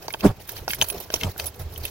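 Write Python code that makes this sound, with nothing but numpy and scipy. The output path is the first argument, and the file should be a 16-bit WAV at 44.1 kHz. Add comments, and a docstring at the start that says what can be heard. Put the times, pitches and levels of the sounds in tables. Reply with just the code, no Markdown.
"""Outdoors, by a shed wall, two pairs of chained sticks are swung close to a camera.
Each passing stick sheds air whirls, built from sines, under a swish of shaped noise. Chain links rattle and
clink, caps clack and sticks thud into the hands: each contact rings decaying modes with a crack of grit.
The wall answers faintly through scattered, fading noise; distant outdoor noise lies beneath."""
import sys
import numpy as np
from scipy import signal
from scipy.fft import rfft, irfft, next_fast_len
from scipy.io import wavfile
from scipy.ndimage import uniform_filter1d, map_coordinates

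SR = 44100
rng = np.random.default_rng(int(sys.argv[2]) if len(sys.argv) > 2 else 0)


def decibels_to_gain(level_db):
    """Convert a level in decibels to a linear amplitude gain (20 dB per decade)."""
    exponent = np.asarray(level_db, float) / 20
    return 10 ** exponent


def persist_wave(psi):
    """Save psi, clipped to +-1, as 16-bit WAV."""
    counts = np.round(np.clip(psi, -1, 1) * 32767).astype(np.int16)
    wavfile.write(sys.argv[1], SR, np.atleast_2d(counts).T)


N = 83790  # length in samples


def unit(x):
    """Normalisation: scales a signal to rms 1."""
    return x / np.sqrt(np.mean(x ** 2) + 1e-20)


def along(points, hz):
    """Logarithmic frequency scale: interpolates (Hz, value) points along it."""
    f, v = np.transpose(points)
    return np.interp(np.log(hz + 1), np.log(f + 1), v)


def wobble(rate):
    """Slow random fluctuation: a smooth curve through rate random knots a second."""
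    knots = rng.standard_normal(int(N * 400 / SR) + 4)
    return map_coordinates(knots, [np.arange(N) * min(rate, 400) / SR])


def filtered(x, response):
    """Linear filtering: multiplies the spectrum of x by a response of frequency."""
    m = next_fast_len(N + SR // 4)
    return irfft(rfft(x, m) * response(np.fft.rfftfreq(m, 1 / SR)), m)[..., :N]


# Coherence of a spread-out noise. Each row: frequency in Hz, left-right likeness (1 is identical).
LIKENESS = [(200, 0.93), (1000, 0.64), (4000, 0.13)]


def rush(spectrum, patchy_db):
    """Turbulent noise: shaped stereo noise of rms 1, with patches of random gain in time and frequency."""
    cells = signal.stft(rng.standard_normal((2, N + 512)), nperseg=256)[2]
    field = rng.standard_normal(cells.shape[1:])
    field = uniform_filter1d(uniform_filter1d(field, size=4, axis=0), size=5, axis=1)
    pair = signal.istft(cells * decibels_to_gain(patchy_db * unit(field)), nperseg=256)[1][:, :N]

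    def mid_side_response(hz):
        # the share of mid and side sets the likeness of left and right
        angle = np.arccos(np.clip(along(LIKENESS, hz), -1, 1)) / 2
        return decibels_to_gain(along(spectrum, hz)) * [np.cos(angle), np.sin(angle)]

    mid, side = filtered(pair, mid_side_response)
    return unit(np.array([mid + side, mid - side]))


# Spectrum of the distant surroundings. Each row: frequency in Hz, relative density in dB per Hz.
OUTDOOR_SPECTRUM = [(15, -38), (25, -0.5), (76, 8.5), (262, -10), (420, -5), (1100, -15.5), (7880, -25.5),
                    (15900, -63)]


def outdoors():
    """Ambient noise: many distant sources merge into a faint, mostly low-pitched rush."""
    return decibels_to_gain(-44.5) * rush(OUTDOOR_SPECTRUM, patchy_db=2.5)


WALL_DB, WALL_T60_S, WALL_DELAY_S = -7, 0.036, 0.0012


def wall(hits):
    """Diffuse reflection: wall and ground return a short scattered answer that fades exponentially."""
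    t = np.arange(SR // 5) / SR
    tail = rng.standard_normal((2, len(t))) * decibels_to_gain(-60 * t / WALL_T60_S) * (t > WALL_DELAY_S)
    answer = signal.fftconvolve(hits, tail / np.linalg.norm(tail[0]), axes=1)[:, :N]
    return decibels_to_gain(WALL_DB) * answer


# Spectrum of the air stirred by a stick. Each row: frequency in Hz, relative density in dB per Hz.
SWISH_SPECTRUM = [(240, -18.5), (400, -1), (496, -5.5), (655, -4.5), (1990, -25), (15900, -33.5)]
# Passes of a stick through the air. Each row: middle in seconds, half length in seconds,
# relative whirl level in dB, nominal shedding rate in Hz, relative swish level in dB.
PASSES = [(0.037, 0.03, -67, 97, -44), (.257, 0.014, -7.5, 192, -16.5), (0.295, 0.017, -17.5, 110.5, -32.5),
          (0.57, 0.043, -45, 95, -42.5), (0.808, 0.022, -34, 117.6, -36.5),
          (0.956, 0.052, -44, 168.7, -39.5), (1.15, 0.021, -34.5, 70, -42), (1.245, 0.02, -30, 160, -31.5),
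          (1.27, 0.029, -21.5, 88.9, -37), (1.437, 0.045, -37.5, 79.6, -41.5),
          (1.607, 0.015, -28.5, 99.65, -39.5), (1.651, 0.036, -31.5, 83.8, -48),
          (1.81, 0.057, -31.5, 78.3, -44.5)]


def swish():
    """Turbulence noise: each passing stick stirs a broad rush that swells and fades."""
    t = np.arange(N) / SR
    gain = np.zeros(N)
    for middle_s, half_s, _, _, swish_db in PASSES:
        swell = np.exp(-((t - middle_s) / half_s) ** 2)
        gain += decibels_to_gain(swish_db) * swell ** 0.48  # a longer swell than that of the whirls
    return gain * rush(SWISH_SPECTRUM, patchy_db=4.0)


WHIRL_JITTER, WHIRL_WOBBLE_DB = .07, 3  # random sway of the rate (fraction) and of each partial's level
SAG = .05  # the shedding rate falls through each pass
FAST_HZ = 187  # slower passes lose their overtones
# Partials of the whirl tone. Each row: multiple of the shedding rate, relative level in dB.
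WHIRL_PARTIALS = [(0.301, -9.5), (1, 0), (1.45, -5.5), (2.1, -10.5)]


def whirls():
    """Vortex shedding: whirls leave a passing stick at a rate set by its speed and sound a low tone."""
    t = np.arange(N) / SR
    pace = np.cumsum(1 + WHIRL_JITTER * wobble(90)) / SR
    sway = [decibels_to_gain(level_db + WHIRL_WOBBLE_DB * wobble(70)) for _, level_db in WHIRL_PARTIALS]
    whirl = np.zeros(N)
    for middle_s, half_s, whirl_db, shed_hz, _ in PASSES:
        swell = np.exp(-((t - middle_s) / half_s) ** 2)
        cycles = shed_hz * (pace + SAG * half_s * swell)
        phases = rng.uniform(0, 2 * np.pi, len(WHIRL_PARTIALS))
        for (multiple, _), gain, phase in zip(WHIRL_PARTIALS, sway, phases):
            speed_gain = min(shed_hz / FAST_HZ, 1) ** max(multiple - 1, 0)
            partial = np.sin(2 * np.pi * multiple * cycles + phase)
            whirl += decibels_to_gain(whirl_db) * swell * gain * speed_gain * partial
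    return whirl


FAVOUR_DB = 12  # how far modes remote from the strongest ring are held down
LAG_S, LAG_S_PER_DB = .00008, .000011  # the left port hears later, less so where a row pans left


def strikes(rows, modes, trim_db, crack_db, rise_s, favour_hz, spread, size, left_db=0, order=0):
    """Modal excitation: each contact rings the modes, most those near its strongest ring, with a crack of grit."""
    hz, mode_db, t60 = np.transpose(modes)[:, :, None]
    out = np.zeros((2, N + size))
    u = np.arange(size) / SR
    for start_s, db, top_hz, *pan in rows:
        draw = rng.standard_normal((2, len(modes), 1))
        nearness = np.exp(-((hz - top_hz) / favour_hz) ** 2)
        gain = decibels_to_gain(mode_db + 3.6 * draw[0] + FAVOUR_DB * (nearness - 1))
        tuned_hz = hz * (1 + spread * draw[1])
        grit = np.diff(rng.standard_normal((2, size + order)), order)  # a higher order is brighter
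        grit = unit(grit) * decibels_to_gain(crack_db - 60 * u / t60.min())
        lag_s = max(LAG_S - LAG_S_PER_DB * sum(pan), 0)
        for side, t in enumerate((np.maximum(u - lag_s, 0), u)):  # left, right
            ring = gain * decibels_to_gain(-60 * t / t60) * np.sin(2 * np.pi * tuned_hz * t)
            ring = ring.sum(0) / np.linalg.norm(gain) + grit[side]
            ring = ring * (1 - np.exp(-t / rise_s))
            side_db = (1.0 - side) * (left_db + sum(pan))
            out[side, round(start_s * SR):][:size] += decibels_to_gain(db + trim_db + side_db) * ring
    return out[:, :N]


# Sticks caught in the palm. Each row: start in seconds, relative level in dB, strongest ring in Hz.
THUDS = [(0.083, -21.5, 620), (0.144, -19.5, 850), (0.679, -15, 600), (0.821, -15.5, 790),
         (1.1025, -24.5, 560), (1.1395, -16, 457), (1.362, -32, 407), (1.396, -30, 900)]
# Modes of the stick. 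Each row: nominal frequency in Hz, relative level in dB, 60 dB decay in seconds.
STICK_MODES = [(486, -8, 0.03), (685, 3, 0.015), (900, 1, .012), (1440, 9.5, 0.011)]


def thuds():
    """Damped impact: a stick caught in the palm rings its low modes dully."""
    return strikes(THUDS, STICK_MODES, 6.5, crack_db=-22, rise_s=0.00058, favour_hz=450,
                   spread=0.045, size=2000)


TAUT_DB = -55.5  # the chain never falls quite silent
SNAP_S, SETTLE_S = 0.0061, 0.011  # linear rise, exponential time constant of the fall
# Spells of slack chain. Each row: start in seconds, length before settling in seconds, rattle gain in dB.
SLACK_SPELLS = [(0, 0.094, -53.5), (0.094, 0.059, -51.5), (0.184, 0.021, -41.5), (0.396, 0.047, -47.5),
                (0.47, 0.066, -41), (0.542, 0.048, -40.5), (0.681, 0.065, -35), (0.78, 0.076, -39.5),
                (0.857, 0.066, -38.5), (0.934, 0.11, -42.5), (1.105, 0.11, -39), (1.23, 0.087, -46.5),
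                (1.366, 0.056, -39), (1.438, 0.046, -38.5), (1.588, 0.038, -45), (1.7, 0.14, -52),
                (1.823, 0.068, -42)]


def slackness():
    """Amplitude envelope: each slack spell starts quickly, holds and settles more slowly."""
    t = np.arange(N) / SR
    gain = np.full(N, decibels_to_gain(TAUT_DB))
    for start_s, hold_s, db in SLACK_SPELLS:
        rise = np.clip((t - start_s) / SNAP_S, 0, 1)
        settle = np.exp(-np.maximum(t - start_s - hold_s, 0) / SETTLE_S)
        gain += decibels_to_gain(db) * rise * settle
    return gain


# Spectrum of the blurred chain. Each row: frequency in Hz, relative density in dB per Hz.
JANGLE_SPECTRUM = [(590, -5), (1000, -8), (6010, -0.5), (7580, -10.5), (11000, -5), (15900, -2)]


def jangle():
    """Incoherent summation: contacts too dense to tell apart blur into fluctuating noise."""
    return rush(JANGLE_SPECTRUM, patchy_db=3.5) * decibels_to_gain(4.14 * wobble(110))


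RATTLE_PER_S, RATTLE_SPREAD_DB, RATTLE_DB = 400, 2.5, -5
LINK_FAVOUR_HZ = 500
# Modes of a link. Each row: nominal frequency in Hz, relative level in dB, 60 dB decay in seconds.
LINK_MODES = [(7900, -11.5, 0.045), (9780, -5, 0.018), (10800, -5.5, 0.046), (11160, -8, 0.017),
              (12500, 7.5, 0.013), (13200, 0.5, 0.011), (14000, -5, 0.019), (15040, -5, 0.011)]


def rattle():
    """Random impact process: links chatter in tiny contacts at random times, levels and pitches."""
    draw = rng.random((int(RATTLE_PER_S * N / SR), 3))
    start_s = draw[:, 0] * N / SR
    level_db = -RATTLE_SPREAD_DB * np.log(draw[:, 1] + 1e-3)
    top_hz = 9000 + 7000 * draw[:, 2]
    contacts = strikes(np.c_[start_s, level_db, top_hz], LINK_MODES, 0, crack_db=6.0, rise_s=0.00032,
                       favour_hz=LINK_FAVOUR_HZ, spread=0.03, size=400, left_db=-6.0, order=2)
    return decibels_to_gain(RATTLE_DB) * unit(contacts)


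# Hard contacts of link on link. Each row: start in seconds, relative level in dB, strongest ring in Hz.
CLINKS = [(0.1256, -23, 10800), (0.4759, -30, 13900), (0.4917, -16, 12500), (0.5182, -20, 15060),
          (0.6883, -19.5, 12500), (0.7104, -11, 14000), (0.7458, -14.5, 13800), (0.8233, -11.5, 9800),
          (0.8849, -12.5, 11300), (0.9, -12, 10800), (1.0014, -18, 12900), (1.1388, -15, 11800),
          (1.3782, -18.5, 13000), (1.4574, -15.5, 7860), (1.4657, -11.5, 15200), (1.5572, -33, 14100),
          (1.5941, -25, 14300), (1.611, -34, 11500), (1.7382, -28.5, 13700), (1.7767, -19, 13900),
          (1.8507, -11.5, 11700)]


def clinks():
    """Modal ringing: a hard contact of link on link sounds high, lightly damped modes."""
    return strikes(CLINKS, LINK_MODES, 5, crack_db=2, rise_s=0.0027, favour_hz=LINK_FAVOUR_HZ,
                   spread=.008, size=2000, left_db=-8.5, order=1)


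def chain():
    """Superposition: slackness governs rattle and jangle, and the clinks stand clear of it."""
    return slackness() * (rattle() + jangle()) + clinks()


# Caps striking a stick. Each row: start in seconds, relative level in dB, strongest ring in Hz,
# left over right in dB.
CLACKS = [(0.0812, -19.5, 5170, -2.5), (0.105, -27.5, 1710, 1.5), (0.1384, -17, 2800, -2.5),
          (0.2075, -23, 2640, -2), (0.4921, -23, 1590, 1), (0.5668, -24, 4500, -2.5),
          (0.6796, -16.5, 5360, -3), (0.7055, -14.5, 2600, -3.5), (0.734, -14, 2230, 0),
          (0.8141, -5.5, 3240, 3.5), (0.8205, -14.5, 3160, 4.5), (0.8235, -9, 6200, 3.5),
          (0.9005, -19.5, 2940, -1.5), (1.1027, -22.5, 3180, -5.5), (1.1401, -6, 5870, -1.5),
          (1.1606, -22.5, 2760, -3), (1.2118, -21, 2690, 1.5), (1.2341, -16, 2950, 5),
          (1.3979, -20, 2900, 9), (1.7606, -37, 3000, 9.5), (1.8531, -19, 2680, -3)]
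# Modes of a metal cap. Each row: nominal frequency in Hz, relative level in dB, 60 dB decay in seconds.
CAP_MODES = [(1766, 2.5, 0.0059), (2200, -2.5, 0.011), (2706, -1.5, 0.011), (3078, 6.5, 0.006),
             (3460, 3.5, 0.0043), (4670, 10, 0.005), (5610, 2.5, 0.0077), (6200, 9, 0.0071)]


def clacks():
    """Rapidly damped impact: a metal cap on a stick gives a short, dry clack."""
    return strikes(CLACKS, CAP_MODES, 11, crack_db=-8, rise_s=0.00056, favour_hz=610,
                   spread=0.015, size=800)


SHADE_HZ, SHADE_WIDTH_HZ, SHADE_DB = 5800, 1520, 6.5


def shaded(hits):
    """Acoustic shadow: the camera body shades the left port from close hits in one band."""
    def response(hz):
        band = np.exp(-((hz - SHADE_HZ) / SHADE_WIDTH_HZ) ** 2)
        return decibels_to_gain(-SHADE_DB * band * [[1], [0]])

    return filtered(hits, response)


LEFT_DB = -1.08  # left gain of air and outdoors; the right has the opposite


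def scene():
    """Superposition: shaded hits and their echo add to the air and the distant outdoors."""
    hits = shaded(chain() + clacks() + thuds())
    bed = whirls() + swish() + outdoors()
    return hits + wall(hits) + bed * decibels_to_gain([[LEFT_DB], [-LEFT_DB]])


def band_limit(x):
    """A steep low-pass at the top of the band."""
    return signal.sosfilt(signal.butter(12, 16990, fs=SR, output="sos"), x)


DIP_HZ, DIP_WIDTH_HZ, DIP_DB = 8570, 2030, 4
TOP_HZ = 15950


def record(dry):
    """Transducer response: a microphone dip, clipping at full scale and a band limit shape the mix."""
    heard = filtered(dry, lambda hz: decibels_to_gain(-DIP_DB * np.exp(-((hz - DIP_HZ) / DIP_WIDTH_HZ) ** 2)))
    clipped = np.clip(heard, -1, 1)
    mix = filtered(clipped, lambda hz: hz < TOP_HZ)
    return band_limit(mix)


dry = scene()
out = record(dry)
persist_wave(out)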